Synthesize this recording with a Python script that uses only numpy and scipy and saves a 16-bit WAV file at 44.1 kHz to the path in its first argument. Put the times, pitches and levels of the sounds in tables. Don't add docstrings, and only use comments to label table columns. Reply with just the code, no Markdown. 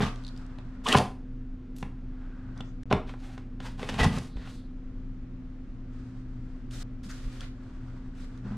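import sys
import numpy as np
from scipy import signal
from scipy.fft import rfft, irfft
from scipy.io import wavfile
from scipy.ndimage import uniform_filter1d

SR = 44100
rng = np.random.default_rng(int(sys.argv[2]) if len(sys.argv) > 2 else 0)


def master(y):
    cut = np.clip(np.atleast_2d(y).T, -1, 1)
    pcm = np.round(cut * 32767)
    wavfile.write(sys.argv[1], SR, pcm.astype(np.int16))


N = 377934
TIME = np.arange(N) / SR

# start_s, length_s, level_db, swell_db, hiss_db, boom_db
DRAGS = [ (0, 0.093, -34, -19.5, -19.5, 3.5), (0.837, 0.025, -47, 3, -6, -0.5),
         (.853, 0.088, -29, 6, -12, -13.5), (0.956, 0.019, -27.5, 8.5, -9.5, 3),
         (1.753, 0.067, -68, 0, 7, 6), (2.898, .035, -40, 0.5, -32, 8.5), (3.772, 0.11, -44.5, 0, -14.5, 6),
         (3.885, 0.014, -33.5, 4, -16, -11.5), (3.903, 0.11, -40.5, 9, -16.5, 11.5),
         (3.981, 0.037, -27, 5, -17, -14), (4.025, 0.027, -24.5, -5, -14.5, 5),
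         (4.061, 0.028, -38.5, -10.5, -27, 21.5), (4.102, 0.086, -40.5, 0, -12.5, 10.5),
         (4.201, 0.084, -54, -12, -6.5, 2)]
# start_s, length_s, level_db, swell_db, hiss_db
BRUSHES = [ (3.06, 0.036, -51.5, 8, -15), (3.171, 0.17, -53.5, -3, -9), (3.375, .025, -55, -7, -21),
           (3.594, 0.019, -50, 4, -17), (3.614, 0.045, -46, 13, -9), (4.358, .02, -49.5, -4, -15),
           (4.367, 0.11, -52, 8, -13.5), (4.481, 0.078, -57, -5, 0.5), (6.703, 0.028, -53.5, 4, 0),
           (6.712, 0.11, -50.5, 2, 1.5), (7.028, .025, -55.5, -1, -1), (7.086, 0.024, -53.5, 0, 2),
           (7.112, 0.13, -53.5, 2.5, -6.5), (7.255, 0.19, -54.5, -4, -6.5), (7.393, 0.044, -49.5, -2, -18),
           (8.138, 0.083, -57.5, 11, -7.5)]
# start_s, length_s, level_db, swell_db, hiss_db
RUSTLES = [ (0.08, 0.345, -57, -6, -10), (0.35, 0.59, -57.5, -6, -17.5), (2.032, 0.65, -59, -1, -23),
           (2.538, 0.052, -51.5, 0, -16), (5.88, 0.34, -63.5, -5.5, -7.5), (6.2, 0.4, -66, 2, -10.5),
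           (7.485, 0.67, -59.5, -4, -12.5), (8.13, 0.27, -61.5, 8, -12.5), (8.414, 0.13, -49.5, 3, -16)]
# start_s, level_db, sharpness_hz, boom_db (against the rest of the hit), focus_hz
KNOCKS = [ (.004, -21.5, 1500, 7, 750), (0.029, -25, 4000, 11, 1150), (.586, -47.5, 3000, 0, 444),
          (.947, -17.5, 1500, -10, 1040), (.951, -13.5, 2200, 2, 850), (.970, -27.5, 5950, 20, 1480),
          (.984, -22.5, 5000, 3, 733), (1.01, -29.5, 1110, -2, 759), (1.827, -31.5, 3380, 4.5, 810),
          (2.605, -35.5, 4000, 7, 800), (2.912, -21, 990, -2, 780), (2.926, -20, 2540, -7, 820),
          (2.929, -16.5, 900, 7, 450), (3.093, -46.5, 4020, -25, 800), (3.138, -47, 1780, -14, 845),
          (3.378, -45, 4440, -25, 803), (3.603, -43.5, 4800, -5.5, 990), (3.794, -44.5, 4000, -11, 980),
          (3.829, -33.5, 3370, -9, 436), (3.890, -33, 6040, -6, 730), (3.942, -39.5, 7000, -11, 700),
          (4.01, -42, 1390, 32, 1000), (4.049, -25.5, 1310, -7.5, 800), (4.175, -34, 1200, -2, 448),
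          (4.369, -47.5, 2500, -6, 436), (4.473, -49.5, 2500, -11.5, 750), (8.461, -49, 500, -3, 400),
          (8.519, -47.5, 900, -5, 700)]
# start_s, level_db, pitch_hz, ring_db (against the burst of noise)
CLICKS = [ (0.158, -53.5, 4060, 0), (0.237, -55, 4070, 0), (0.248, -45.5, 4030, 12),
          (0.266, -45.5, 4050, 4), (0.279, -48, 4100, 5), (0.287, -49, 4180, 7), (0.363, -57, 4170, 2),
          (0.375, -54.5, 4470, -5), (.464, -64, 5500, -11), (0.585, -57, 3780, 7), (0.866, -27.5, 2980, 11),
          (0.886, -28, 3450, -6), (0.92, -26, 3050, 12), (.926, -20, 2880, 3), (.984, -31, 9150, -7.5),
          (1.764, -55, 11500, -3), (1.784, -53.5, 11200, -3), (1.827, -46, 2600, 14),
          (2.576, -55.5, 5600, -5), (2.607, -41, 3120, 13), (2.832, -54.5, 1870, -0.5),
          (2.926, -31.5, 2480, 2.5), (4.042, -33, 4700, -16), (4.185, -44, 7100, -4),
          (6.710, -52, 2954, -7), (7.104, -47, 1686, 1.5), (7.113, -48.5, 6000, 18), (7.407, -43, 3060, -3),
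          (7.414, -47, 1380, 8.5), (8.376, -62.5, 4000, -14)]
# start_s, length_s, pitch_hz, width_hz, level_db
RASPS = [(.01, .12, 1208, 130, -47), (0.854, .019, 3100, 900, -40), (.856, .018, 1130, 293, -29.5),
         (0.914, .045, 2950, 700, -29.5), (0.931, 0.017, 1285, 500, -27), (0.857, .13, 1880, 198, -38.5),
         (0.976, .053, 745, 202, -29), (2.2, 0.4, 1523, 129, -67.5), (2.635, .083, 6000, 2000, -73.5),
         (2.910, 0.033, 807, 300, -28.5), (3.198, 0.17, 772, 90, -59.5), (3.63, 0.066, 948, 150, -51),
         (3.993, 0.0564, 1954, 81, -30.5), (4.04, 0.019, 900, 250, -29), (4.223, 0.48, 4000, 1000, -67.5),
         (4.383, 0.1, 1710, 600, -60), (7.086, 0.056, 1595, 600, -52.5)]
# start_s, level_db, pitch_hz, t60_s
THUMPS = [(.953, -15.5, 122.5, .2), (2.928, -17, 316, 0.043), (4.012, -12, 65.3, 0.095),
          (4.047, -14, 71.6, 0.045), (4.068, -16.5, 81.5, 0.12), (4.158, -24.5, 65, 0.11),
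          (4.358, -21.5, 45, 0.11), (7.059, -36.5, 199, 0.18), (7.26, -26.5, 32.8, 0.4),
          (8.449, -36, 201, 0.7), (8.511, -28, 209, 0.17)]
# pitch_hz, level_db, t60_s
BOX_MODES = [(77.8, -7, 0.23), (114.4, 4.5, 0.05), (199.4, 6.5, 0.037), (392, 0.5, 0.05), (474, 3.5, 0.027),
             (630, -5, 0.04), (783, 3, 0.038), (1029.4, 3, 0.032), (1253, -22, 0.015), (1440, 2.5, 0.024),
             (1880, -15, 0.018), (2210, 4.5, 0.01), (3000, -5, 0.017), (3040, -9, 0.027),
             (3650, -11, 0.015)]

# frequency_hz, gain_db
DRAG_COLOUR = [(120, -18.5), (250, 4), (350, 1), (560, -0.5), (780, 1.5), (1100, 1), (1400, -3), (2100, -6),
               (3200, -8), (4500, -15.5), (9200, -21.5), (15500, -42.5)]
BRUSH_COLOUR = [(250, -7), (500, 8.5), (850, 2.5), (1400, 8.5), (2100, 3.5), (3600, -1), (5500, -13),
                (9000, -19), (11000, -27.5), (15500, -35.5)]
RUSTLE_COLOUR = [(250, -20), (500, 1.5), (900, 2.5), (1500, 4), (2300, -9), (4000, -17), (8000, -24.5),
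                 (15000, -53)]
CRACK_COLOUR = [(150, -23), (400, 2), (1000, -2.5), (3000, -3), (5000, -12), (9000, -12), (15500, -28)]
CLICK_COLOUR = [(500, -12.5), (1400, 1.5), (3500, 13.5), (6000, 10), (9500, 3.5), (15500, -27)]
AIR_COLOUR = [(12, -25.5), (20, 1), (45, -3.5), (76, -8.5), (123, -7.5), (170, -18), (205, -17), (254, -10),
              (307, -19), (434, -29), (599, -32), (871, -38), (1370, -37), (6480, -59.5), (12000, -78),
              (15600, -122), (22000, -120)]
# pitch_hz, level_db, waver_share (0 is steady)
HUM_TONES = [(29, -41.5, 0.24), (119.7, -51, 0.77), (177.4, -61, .5), (194, -64.5, 0.8), (239.3, -59.5, .3),
             (256.9, -47.5, 0), (362.7, -68, 0), (476.5, -74.5, 0.7)]
# frequency_hz, t60_s
ROOM_T60 = [(100, 0.23), (400, 0.37), (1000, 0.31), (3000, .29), (8000, 0.31), (15000, 0.29)]
# frequency_hz, gain_db
STEREO_WIDTH = [(30, -13.5), (100, -36), (400, -14), (1000, -8), (2500, -5.5), (6000, -1), (15000, -1.5)]
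# start_s, depth_db, hold_s
NARROWINGS = [(.85, 52, 1.1), (2.85, 68, 0.63), (3.698, 18.5, 0.92)]
# frequency_hz, depth_share
NARROW_SHARE = [(300, 1), (700, 0.82), (1600, 0.66), (4000, 0.43), (8000, .27), (13000, .1)]

PANEL_BELOW_HZ = 300


def drags(attack_s=0.0018, release_t60=0.043, boom_t60=0.22):
    force = slips(per_second=2400, spread_db=3.5, patchy_db=1.0, catch_hz=160)
    boom, ring = (signal.fftconvolve(force, response)[:N] for response in box_responses())
    boom = normalise_band(cut(boom, 54, "highpass"), (60, 300))
    boom *= stroke_loudness(DRAGS, attack_s, boom_t60, offset_column=5)
    ring = normalise_band(ring, (350, 4000)) * stroke_loudness(DRAGS, attack_s, release_t60)
    scrape = rub(force, DRAGS, attack_s, release_t60, DRAG_COLOUR, band_hz=(500, 4000), hiss_hz=4830)
    return undb(-2) * scrape + undb(-5) * boom + undb(-12) * ring


def knocks(crack_t60=0.017, focus_db=8, focus_octaves=0.95, give_s=0.00031, onset_s=0.01):
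    out = np.zeros(N)
    boom = normalise_onset(box_responses()[0], onset_s)
    t = TIME[:len(boom)]
    hz, mode_db, t60 = np.transpose([mode for mode in BOX_MODES if mode[0] >= PANEL_BELOW_HZ])
    modes = np.sin(2 * np.pi * hz[:, None] * t) * fade(t, 0.99 * t60[:, None])
    for start, db, sharpness_hz, boom_db, focus_hz in KNOCKS:
        nearness = np.exp(-(np.log2(hz / focus_hz) / focus_octaves) ** 2)
        ring = (rng.choice([-1, 1], len(hz)) * undb(mode_db + focus_db * nearness)) @ modes
        crack = colour(rng.standard_normal(len(t)), CRACK_COLOUR) * fade(t, crack_t60)
        hit = normalise_onset(ring, onset_s) + normalise_onset(crack, onset_s)
        hit *= 1 - np.exp(-t / give_s)
        hit = cut(hit, sharpness_hz, "lowpass")
        hit = normalise_onset(hit, onset_s) + undb(boom_db) * boom
        add(out, start, undb(db) * normalise_onset(hit, onset_s))
    return out


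def thumps():
    out, t = np.zeros(N), TIME[:SR // 2]
    for start, db, hz, t60 in THUMPS:
        add(out, start, undb(db) * np.sin(2 * np.pi * hz * t) * fade(t, t60))
    return out


def rasps(sag_share=0.035):
    out = np.zeros(N)
    for start, length, hz, width_hz, db in RASPS:
        size = max(int(length * SR), SR // 200)
        noise = rng.standard_normal(SR) + 1j * rng.standard_normal(SR)
        chatter = cut(noise, width_hz / 2, "lowpass")[-size:]
        pitch_hz = hz * (1 + sag_share * np.linspace(.5, -.5, size))
        rasp = np.real(chatter * np.exp(2j * np.pi * np.cumsum(pitch_hz) / SR))
        add(out, start, undb(db) * rasp / np.std(rasp) * signal.windows.tukey(size, .5))
    return out


def clicks(t60=0.012, band_ratio=1.145, attack_s=0.00099):
    out, t = np.zeros(N), TIME[:SR // 16]
    for start, db, hz, ring_db in CLICKS:
        noise = rng.standard_normal((2, len(t)))
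        burst = colour(noise[0], CLICK_COLOUR) * fade(t, t60)
        ring = cut(noise[1] * fade(t, t60), [hz / band_ratio, hz * band_ratio], "bandpass")
        click = burst / np.std(burst) + undb(ring_db) * ring / np.std(ring)
        click *= 1 - np.exp(-t / attack_s)
        add(out, start, undb(db) * normalise_onset(click, onset_s=0.004))
    return out


def brushes():
    force = slips(per_second=3400, spread_db=1.3, patchy_db=1.8, catch_hz=62)
    return undb(-6) * rub(force, BRUSHES, attack_s=0.004, release_t60=0.25, tone=BRUSH_COLOUR,
                          band_hz=(890, 5000), hiss_hz=5540)


def rustles():
    force = slips(per_second=17000, spread_db=2.5, patchy_db=1.5, catch_hz=76)
    return undb(-5.5) * rub(force, RUSTLES, attack_s=0.018, release_t60=0.19, tone=RUSTLE_COLOUR,
                            band_hz=(875, 3000), hiss_hz=3880)


def pump_and_fan(waver_hz=7, air_db=-64.5, flicker_db=0.4, left_db=0.3):
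    hum = 0
    for hz, db, waver_share in HUM_TONES:
        waver = 1 + waver_share * (wander(waver_hz) + 1j * wander(waver_hz))
        hum += np.sqrt(2) * undb(db) * np.real(waver * np.exp(2j * np.pi * hz * TIME))
    rushes = (colour(noise, AIR_COLOUR) for noise in rng.standard_normal((2, N)))
    mid, side = (undb(air_db) * normalise_band(rush, (530, 6000)) for rush in rushes)
    air = mid * undb(flicker_db * wander(rate_hz=4.57)) + spread(side)
    return (hum + air) * undb([[left_db], [-left_db]])


def room(x, echo_db, side_db, first_echo_s=0.0039):
    t, tails = TIME[:SR // 2], 0
    edges_hz = np.geomspace(40, 18000, 10)
    noise = rng.standard_normal((2, len(t)))
    for low, high in zip(edges_hz, edges_hz[1:]):
        t60 = lookup(np.sqrt(low * high), ROOM_T60)
        tails += cut(noise, [low, high], "bandpass", order=3) * fade(t, t60)
    tails *= t > first_echo_s
    mid, side = (signal.fftconvolve(x, tail / np.linalg.norm(tail))[:N] for tail in tails)
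    return x + undb(echo_db) * mid + undb(side_db) * spread(side)


def box_responses():
    t = TIME[:SR // 4]
    modes = np.array([(-1) ** k * undb(db) * np.sin(2 * np.pi * hz * t) * fade(t, t60)
                      for k, (hz, db, t60) in enumerate(BOX_MODES)])
    is_panel = np.array(BOX_MODES)[:, 0] < PANEL_BELOW_HZ
    return modes[is_panel].sum(0), modes[~is_panel].sum(0)


def slips(per_second, spread_db, patchy_db, catch_hz, crumble_s=0.0027):
    sizes = undb(spread_db * np.minimum(rng.exponential(size=N), 3))
    lets_go = rng.random(N) < per_second / SR
    decay = np.exp(-1 / (crumble_s * SR))
    energy = signal.lfilter([1], [1, -decay], lets_go * sizes ** 2)
    return np.sqrt(energy) * rng.standard_normal(N) * undb(patchy_db * wander(catch_hz))


def rub(force, strokes, attack_s, release_t60, tone, band_hz, hiss_hz):
    noise = colour(force, tone)
    body = normalise_band(cut(noise, hiss_hz, "lowpass", order=4), band_hz)
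    body *= stroke_loudness(strokes, attack_s, release_t60)
    hiss = cut(noise, hiss_hz, "highpass", order=4)
    return body + hiss / np.std(hiss) * stroke_loudness(strokes, attack_s, release_t60, offset_column=4)


def stroke_loudness(strokes, attack_s, release_t60, offset_column=None):
    energy = np.zeros(N)
    for row in strokes:
        start, length, db, swell_db = row[:4]
        offset_db = row[offset_column] if offset_column else 0
        t = TIME[:int((length + release_t60) * SR)]
        slide = undb(db + swell_db * (np.minimum(t / length, 1) - .5) + offset_db)
        attack = np.minimum(t / (attack_s + 0.22 * length), 1)
        release = fade(np.maximum(t - length, 0), release_t60)
        add(energy, start, (slide * attack * release) ** 2)
    return np.sqrt(energy)


def spread(side):
    return colour(side, STEREO_WIDTH) * np.array([[1], [-1]])


def undb(db):
    return 10 ** (np.asarray(db) / 20)


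def lookup(hz, points):
    frequencies, values = np.transpose(points)
    return np.interp(np.log(hz + 1), np.log(frequencies), values)


def colour(x, points):
    hz = np.fft.rfftfreq(len(x), 1 / SR)
    return irfft(rfft(x) * undb(lookup(hz, points)), len(x))


def cut(x, hz, kind, order=2):
    return signal.sosfilt(signal.butter(order, np.clip(hz, 10, SR / 2.2), kind, fs=SR, output="sos"), x)


def normalise_band(x, band_hz):
    return x / np.std(cut(x, band_hz, "bandpass", order=4))


def normalise_onset(x, onset_s):
    return x / np.sqrt(np.mean(x[:int(onset_s * SR)] ** 2))


def wander(rate_hz):
    step = max(int(SR / rate_hz), 2)
    stairs = np.repeat(rng.standard_normal(N // step + 1), step)[:N]
    return 1.3 * uniform_filter1d(uniform_filter1d(stairs, step), step)


def fade(t, t60):
    return np.exp(-np.log(1000) * t / t60)


def add(track, start_s, sound):
    i = max(int(start_s * SR), 0)
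    track[i:i + len(sound)] += sound[:N - i]


def scene(treble_hz=10500, gap_s=(6.83, 7.02)):
    scrapes, clicking = drags() + rasps(), clicks()
    treble_filter = signal.butter(2, treble_hz, "highpass", fs=SR, output="sos")
    treble = signal.sosfiltfilt(treble_filter, scrapes + clicking)
    front = room(scrapes, echo_db=-6, side_db=-4) + room(clicking, echo_db=-14.5, side_db=-8)
    front += undb(-4.5) * treble * np.array([[-1], [1]])
    blows = room(knocks() + thumps(), echo_db=-7, side_db=-4.5)
    behind = room(brushes() + rustles(), echo_db=-8.5, side_db=0)
    behind *= (TIME < gap_s[0]) | (TIME > gap_s[1])
    return front + blows + behind + pump_and_fan()


def record(dry, reopen_db_per_s=97, dropout_s=(2.835, 2.856), edge_s=0.00028, top_hz=15500):
    mid, side = dry.mean(0), (dry[0] - dry[1]) / 2
    hz, t, spectra = signal.stft(side, SR, nperseg=1024)
    depth_db = np.max([(t >= start) * np.clip(db - reopen_db_per_s * (t - start - hold), 0, db)
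                       for start, db, hold in NARROWINGS], axis=0)
    spectra *= undb(-np.outer(lookup(hz, NARROW_SHARE), depth_db))
    side = signal.istft(spectra, SR)[1][:N]
    audible = 1.0 * ((TIME < dropout_s[0]) | (TIME > dropout_s[1]))
    stereo = np.array([mid + side, mid - side]) * uniform_filter1d(audible, int(edge_s * SR))
    return signal.sosfilt(signal.ellip(10, .2, 70, top_hz, fs=SR, output="sos"), stereo)


dry = scene()
out = record(dry)
master(out)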